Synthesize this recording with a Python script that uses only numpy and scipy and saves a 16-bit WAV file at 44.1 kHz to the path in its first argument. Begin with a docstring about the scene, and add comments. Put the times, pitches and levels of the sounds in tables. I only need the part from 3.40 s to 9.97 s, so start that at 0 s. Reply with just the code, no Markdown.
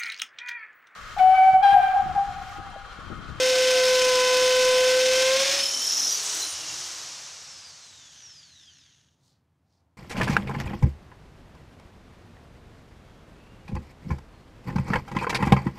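"""An electric hammer drill bores into a clamped brick: ratchet blows sing as a steady tone over grinding noise.
The bit is drawn out, squealing against the hole in narrow bands of noise over a faint low hum; the motor's
draught, gears and whines follow its speed as it coasts to rest, slack bearings tick, and a hand sweeps off the
dust in soft strokes of filtered noise, the last followed by a faint, low, murmur-like swell.
A small hard room and a low murmur surround it; the microphone saturates gently."""
import sys
import numpy as np
from scipy import signal
from scipy.fft import rfft, irfft, next_fast_len
from scipy.io import wavfile
from scipy.ndimage import map_coordinates

SR = 44100
rng = np.random.default_rng(int(sys.argv[2]) if len(sys.argv) > 2 else 0)


def materialize(psi):
    """Save the field psi as 16-bit PCM at rate SR to the path in sys.argv[1].

    A 1-D psi becomes a single channel; in a 2-D psi each row is a channel.
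    """
    bounded = np.clip(np.atleast_2d(psi).T, -1, 1)
    quanta = np.round(bounded * 32767).astype(np.int16)
    wavfile.write(sys.argv[1], SR, quanta)


def natural_amplitude(level_db):
    """Convert a level in decibels to a linear amplitude factor, elementwise."""
    exponent = np.asarray(level_db, float) / 20
    return 10 ** exponent


N = 289737
TIME = np.arange(N) / SR  # seconds
FULL_HZ = 400  # armature turns per second at which the speed laws give their stated dB


def unit(x):
    """Scaled to rms 1."""
    return x / np.sqrt(np.mean(x ** 2) + 1e-20)


def along(points, hz):
    """Values of (Hz, value) points, interpolated on a log frequency axis."""
    point_hz, values = np.transpose(points)
    return np.interp(np.log(hz + 1), np.log(point_hz + 1), values)


def curves(rows):
    """One value per sample for each column after the time."""
    seconds, *columns = np.transpose(rows)
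    return [np.interp(TIME, seconds, column) for column in columns]


def wobble(rate):
    """A smooth random curve, rate knots a second."""
    knots = rng.standard_normal(int(N * rate / SR) + 4)
    return map_coordinates(knots, [TIME * rate])


def bump(peak_s, length_s):
    """A bell-shaped curve that peaks at 1; length_s is its standard deviation."""
    return np.exp(-.5 * ((TIME - peak_s) / length_s) ** 2)


def turns(hz):
    """Phase in radians of a rotation of changing speed."""
    return 2 * np.pi * np.cumsum(hz) / SR


def filtered(x, response):
    """x times a response of frequency, rms 1."""
    size = next_fast_len(N + 8192)
    spectrum = rfft(x, size) * response(np.fft.rfftfreq(size, 1 / SR))
    return unit(irfft(spectrum, size)[:N])


def coloured(x, spectrum):
    """x shaped by a (Hz, dB) spectrum, rms 1."""
    return filtered(x, lambda hz: natural_amplitude(along(spectrum, hz)))


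def resonances(hz, modes):
    """Causal response of (Hz, width in Hz, dB) modes, with alternating signs."""
    response = 0
    for k, (centre, width, db) in enumerate(modes):
        mode = 1j * hz * width / (centre * centre - hz * hz + 1j * hz * width)
        response = response + (-1) ** k * natural_amplitude(db) * mode
    return response


def ringing(x, modes):
    """x through the modes twice, so that their dB and slopes double; rms 1."""
    return filtered(x, lambda hz: resonances(hz, modes) ** 2)


def fade(start, end, edge):
    """A gate from start to end that ramps over edge, all in seconds."""
    return np.clip((TIME - start) / edge, 0, 1) * np.clip((end - TIME) / edge, 0, 1)


def boring():
    """Ratchet blows sing as a steady tone; each blow also crushes brick in a burst of noise."""
    # The ratchet's blows. Each row: time in seconds, blows per second in Hz, blow tone rms in dB.
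    blow_rows = [(0, 514, -22.5), (.54, 510, -21.5), (.79, 506, -23), (1.12, 509.6, -22),
                 (1.33, 508.7, -21), (1.65, 513.5, -22), (1.86, 520.4, -23.5), (1.95, 529, -22),
                 (2.02, 542, -25.5), (2.1, 547, -29), (2.16, 562, -35), (2.22, 550, -38), (2.3, 555, -49),
                 (2.45, 550, -61)]
    # Faint lines around the blow tone.
    # Each row: frequency as a ratio to the chuck rate, not always whole, rms in dB at full push, waver in dB.
    faint_lines = [(17.04, -53.5, -0.5), (47, -41, 2), (63.74, -48, 2), (64.97, -39, 0.5),
                   (81.03, -37.5, -0.5), (90.4, -50, 3), (96.3, -39, -2.5), (113.8, -44.5, 2),
                   (22.36, -55, 7), (41.2, -48.5, 1.5), (55, -57.5, 1.5), (62, -52, 3.5), (94.2, -50, 4.5)]
    # How the bench passes the overtones. Each row: frequency in Hz, level in dB over the blow tone.
    bench_gain = [(1012, -5), (1019, -13), (1029, -24), (1042, -14), (1100, -14), (1520, -12), (1545, -12),
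                  (1600, -15)]
    # Teeth missing each other once the push is gone. Each row: time in seconds, level change in dB.
    skip_rows = [(1.98, -6.5), (2.046, -12), (2.075, -6.5), (2.122, -14.5), (2.235, -6.5)]
    # Bit crushing brick. Each row: frequency in Hz, relative level in dB per Hz.
    grind_spectrum = [(20, -29), (60, -23.5), (200, -22.5), (310, -9.5), (450, -24), (620, -17.5),
                      (730, -10), (1150, -13.5), (1400, -10.5), (2100, -5.5), (3300, -3.5), (4600, -4),
                      (7000, -9.5), (15800, -34.5)]
    # The steel bit's ring under the blows. Each row: centre in Hz, width in Hz, relative dB of one pass.
    bit_modes = [(2474, 200, -10), (3600, 300, -10.5), (5267, 430, -8), (6360, 500, -10.5),
                 (8990, 490, -15), (12000, 400, -23)]

    blow_hz, tone_db = curves(blow_rows)
    blow = turns(blow_hz) + .05 * wobble(60)
    chuck = blow / 16  # 16 ratchet teeth a turn

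    tone = natural_amplitude(0.51 * wobble(25)) * np.sin(blow)
    for k in (2, 3):
        overtone_db = along(bench_gain, k * blow_hz) + 0.67 * wobble(11)
        tone += natural_amplitude(overtone_db) * np.sin(k * blow + k)
    skip_db = sum(db * bump(s, 0.0069) for s, db in skip_rows)
    tone *= natural_amplitude(skip_db) * natural_amplitude(tone_db)

    push = fade(-1, 2.2, .35)  # the push on the handle eases
    for ratio, db, waver_db in faint_lines:
        gain = natural_amplitude(db + waver_db * wobble(14))
        tone += push * gain * np.sin(ratio * chuck + .5 * wobble(20))

    # noise swells with each blow, and a little with each chuck turn
    bursts = (1 + .3 * np.cos(blow - 1.5)) * (1 + .08 * np.cos(chuck)) * natural_amplitude(1.2 * wobble(150))
    grind = coloured(bursts * rng.standard_normal(N), grind_spectrum)
    grind += natural_amplitude(-4.0) * ringing(bursts * rng.standard_normal(N), bit_modes)
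    grind *= fade(-1, 2.33, 0.17)  # the bit leaves the bottom of the hole
    return fade(-1, 2.5, .1) * np.sqrt(2) * tone + natural_amplitude(-26) * grind


def murmur(speed_hz):
    """The building's low murmur, stronger while the motor shakes the floor."""
    # The murmur's colour. Each row: frequency in Hz, relative level in dB per Hz.
    murmur_spectrum = [(25, -30), (50, -21), (80, 3.5), (110, -4), (145, 0.5), (200, -11.5), (270, -10.5),
                       (400, -20), (900, -21.5), (2600, -33), (15800, -47)]
    # Brief swells. Each row: peak in seconds, length (standard deviation) in seconds, rise in dB.
    swell_rows = [(3.317, .06, 7.5), (5.9, 0.081, 3)]
    swell_db = sum(db * bump(s, length) for s, length, db in swell_rows)
    level = natural_amplitude(-69.5) + natural_amplitude(-67.5) * speed_hz / FULL_HZ  # at rest, plus the part that follows the motor
    return level * natural_amplitude(swell_db) * coloured(rng.standard_normal(N), murmur_spectrum)


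def room(x):
    """Each frequency of the walls' answer dies at its own speed."""
    # Decay of the room. Each row: frequency in Hz, time to fall 60 dB in seconds.
    wall_decay = [(200, 0.19), (2000, 0.69), (10000, 0.16)]
    hz, t, cells = signal.stft(rng.standard_normal(SR // 2), SR, nperseg=256)
    decay_db = -60 * t / along(wall_decay, hz)[:, None]
    tail = signal.istft(cells * natural_amplitude(decay_db), SR, nperseg=256)[1]
    delayed = np.pad(x, (300, 0))  # samples before the walls answer
    return signal.fftconvolve(delayed, tail / np.linalg.norm(tail))[:N]


def speed():
    """Armature turns per second: the trigger sets it, then drag runs it down."""
    # Armature under the trigger. Each row: time in seconds, turns per second in Hz.
    trigger_rows = [(1.9, 338), (2.2, 370.7), (2.35, 391.2), (2.5, 405), (2.7, 412), (2.9, 416), (3.0, 416),
                    (3.12, 371.6), (3.25, 341.6), (3.33, 348), (3.41, 356.7)]
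    # Coasting loss in Hz per second: brushes, bearings (times speed), fan (times speed squared).
    drag = (101.8, .1364, .00058)
    brushes, bearings, fan = drag
    end_s, end_hz = trigger_rows[-1]
    hz = np.linspace(end_hz, 0, num=400)
    step_s = (hz[0] - hz[1]) / (brushes + bearings * hz + fan * hz ** 2)
    coast = np.transpose([end_s + np.cumsum(step_s) - step_s[0], hz])
    return curves(np.vstack([trigger_rows[:-1], coast]))[0]


def law(speed_hz, steep_db, steep, slow_db, slow):
    """Gain of a noise that dies with speed, fast at first, then slowly: dB at FULL_HZ and power of each part."""
    share = speed_hz / FULL_HZ
    return natural_amplitude(steep_db) * share ** steep + natural_amplitude(slow_db) * share ** slow


def shudder(speed_hz):
    """A critical speed shakes gears and bearings: up to 4 dB of gain as the armature passes 122.5 Hz."""
    octaves = np.log2((speed_hz + 1) / 122.5)
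    return natural_amplitude(4 * np.exp(-.5 * (octaves / 0.27) ** 2))


def motor(speed_hz):
    """Fan draught, gear teeth rattling in the case, and whines that follow the armature."""
    # Fan draught. Each row: frequency in Hz, relative level in dB per Hz.
    air_spectrum = [(100, -33.5), (250, -24), (600, -12), (1200, -9.5), (2000, -11), (3500, -8),
                    (6000, -2.5), (8000, -12), (15800, -62.5)]
    # Air at the blade tips. Each row: frequency in Hz, relative level in dB per Hz.
    hiss_spectrum = [(5000, -21), (8000, -0.5), (10000, -4.5), (12000, -12.5), (15800, -27.5)]
    # Gear case. Each row: centre in Hz, width in Hz, relative dB of one pass.
    gear_modes = [(3066, 900, -1), (3930, 880, 1.5), (5820, 1200, 4), (7045, 270, 5.5), (7020, 190, -7.5)]
    # Side load of the hole on the gears. Each row: time in seconds, gain in dB.
    rub_rows = [(2.1, 3.5), (2.19, -4.5), (2.33, -1.5), (2.55, 0.5), (2.78, -4), (2.95, -3), (3.11, -2),
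                (3.3, 0.5)]

    shaft = turns(speed_hz)
    air = coloured(rng.standard_normal(N), air_spectrum) * natural_amplitude(0.41 * wobble(8.8))
    air *= law(speed_hz, steep_db=-37, steep=2.5, slow_db=-44, slow=1.86)
    hiss = coloured(rng.standard_normal(N), hiss_spectrum) * natural_amplitude(1.2 * wobble(38))
    hiss *= law(speed_hz, steep_db=-43, steep=6, slow_db=-62, slow=0.9)

    knocks = natural_amplitude(1.3 * wobble(70) + 1.7 * wobble(400)) * (1 + 0.083 * np.cos(shaft / 8.6))
    gears = ringing(knocks * rng.standard_normal(N), gear_modes)
    gears *= law(speed_hz, steep_db=-32, steep=7, slow_db=-56.5, slow=0.8)
    gears *= shudder(speed_hz) * natural_amplitude(curves(rub_rows)[0])
    return fade(1.5, 5.86, 0.23) * (air + hiss + gears + whines(shaft, speed_hz))


def whines(shaft, speed_hz):
    """Each order flutters; the higher the order, the more the brushes blur it."""
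    # Commutator of 24 bars. Each row: order (multiple of armature speed), level in dB ahead of the case.
    bar_orders = [(24, -48), (48, -48), (72, -58), (96, -60)]
    # What the case lets out. Each row: frequency in Hz, gain in dB.
    case_gain = [(1300, -42), (2600, -24), (3200, -9), (4300, -7), (5300, 0), (6200, -5), (7200, -13),
                 (9000, -20), (11000, -26), (15500, -30)]

    share = speed_hz / FULL_HZ
    gains = [(k, natural_amplitude(db + along(case_gain, k * speed_hz))) for k, db in bar_orders]
    gains.append((37, natural_amplitude(-60.5) * share ** 1.6))  # 37 fan blades

    # the shaft hum drops out while the bit drags free, and dies under 293.5 turns per second
    snag = natural_amplitude(-10.5 * fade(3.02, 3.36, 0.074))
    held = snag / (1 + (293.5 / (speed_hz + 1)) ** 14)
    out = natural_amplitude(-55) * share ** 3.1 * held * np.sin(shaft + 0.13 * wobble(120))

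    for k, gain in gains:
        blur = .17 * np.sqrt(k) * wobble(110) + .05 * np.sqrt(k) * wobble(900)
        audible = k * speed_hz < SR / 2  # no aliasing
        out += gain * natural_amplitude(2.8 * wobble(55)) * np.sin(k * shaft + blur) * audible
    return out


def squeals_and_hum(speed_hz):
    """Squeals of the bit in the hole and a faint low hum: narrow noise bands that throb once a chuck turn."""
    # Squeals of the bit in the hole; the two rows near 265 and 325 Hz are a faint low hum.
    # Each row: start in seconds, end in seconds, start pitch in Hz, end pitch in Hz, level in dB before the throb.
    band_rows = [(2.14, 2.36, 5120, 5360, -31.5), (2.28, 2.72, 5370, 5290, -29.5),
                 (2.65, 2.83, 5300, 4300, -37), (2.25, 2.47, 5700, 5700, -36),
                 (2.43, 2.79, 5680, 5740, -31.5), (2.52, 2.84, 6100, 6250, -36),
                 (2.15, 2.52, 3000, 3120, -41), (2.12, 2.72, 10700, 10500, -46),
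                 (1.98, 2.4, 12100, 12100, -54), (2.38, 2.8, 12100, 12100, -50),
                 (2.9, 3.09, 12100, 12000, -52), (2.5, 2.68, 12500, 12700, -56),
                 (2.85, 3.0, 8700, 8700, -45.5), (2.82, 3.04, 7800, 7800, -42),
                 (3.01, 3.17, 9400, 9000, -41), (2.97, 3.11, 4100, 3980, -37),
                 (3.04, 3.37, 3050, 2720, -48), (1.98, 2.3, 9000, 9000, -49), (2.3, 2.8, 265, 270, -60),
                 (2.85, 3.38, 325, 310, -62)]
    chuck = turns(speed_hz) / 10.3  # armature turns per chuck turn
    out = np.zeros(N)
    for start, end, from_hz, to_hz, db in band_rows:
        pitch = np.interp(TIME, [start, end], [from_hz, to_hz])
        width_hz = min(.06 * from_hz, 420)  # a share of the pitch, up to a limit
        flutter = unit(wobble(width_hz)) + 1j * unit(wobble(width_hz))
        throb = 1 + .55 * np.cos(chuck + rng.uniform(-.5, .5) + .4 * wobble(8))
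        band = (flutter * np.exp(1j * turns(pitch))).real
        out += natural_amplitude(db + wobble(15)) * fade(start, end, .05) * throb * band
    return out


def rattle(speed_hz):
    """Slack bearings tick unevenly as the motor slows, ring their seats and fall quiet near rest."""
    # Bearing seats. Each row: centre in Hz, width in Hz, relative dB of one pass.
    bearing_modes = [(1700, 680, -3), (2690, 460, 2), (3280, 1200, 0.5), (6500, 1100, -0.5)]
    ticks = natural_amplitude(1.1 * wobble(90) + 3.5 * wobble(700)) * rng.standard_normal(N)
    moving = np.tanh((speed_hz / 45) ** 2)  # closes below about 45 turns per second
    level = fade(4.3, 6.14, 0.17) * natural_amplitude(-59.5) * shudder(speed_hz) * moving
    return level * ringing(ticks, bearing_modes)


def sweeps_and_swell():
    """Strokes of a hand on gritty brick, then a low swell: bell-shaped bursts of uneven band-passed noise."""
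    # Strokes of the hand, and last a faint, low, murmur-like swell of noise.
    # Each row: peak in seconds, length (standard deviation) in seconds, peak level in dB, centre in Hz.
    burst_rows = [(5.89, 0.053, -71, 4400), (5.87, 0.037, -73, 6400), (6.35, 0.049, -78, 4800),
                  (6.42, .11, -79, 720)]
    out = np.zeros(N)
    for s, length, db, hz in burst_rows:
        uneven = natural_amplitude(2.0 * wobble(300)) * rng.standard_normal(N)
        out += natural_amplitude(db) * bump(s, length) * ringing(uneven, [(hz, 0.57 * hz, 0)])
    return out


def scene():
    """The drill, the hand, their room and the building's low murmur, alike in both channels."""
    speed_hz = speed()
    close = boring() + motor(speed_hz) + squeals_and_hum(speed_hz) + rattle(speed_hz) + sweeps_and_swell()
    mix = close + natural_amplitude(-17) * room(close) + murmur(speed_hz)
    return np.tile(mix, (2, 1))


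def top_cut(x):
    """Nothing passes above the cut-off."""
    return signal.sosfilt(signal.butter(12, 15920, fs=SR, output="sos"), x)


def record(dry):
    """The microphone input rounds off the strongest peaks, then a steep low-pass limits the band."""
    soft = dry / (1 + np.abs(dry / .205) ** 6) ** (1 / 6)  # ceiling at .205
    low_pass = signal.ellip(12, .2, 70, 15700, fs=SR, output="sos")  # ripple dB, stop dB, edge Hz
    finished = signal.sosfilt(low_pass, soft)
    return top_cut(finished)


dry = scene()
out = record(dry)
materialize(out)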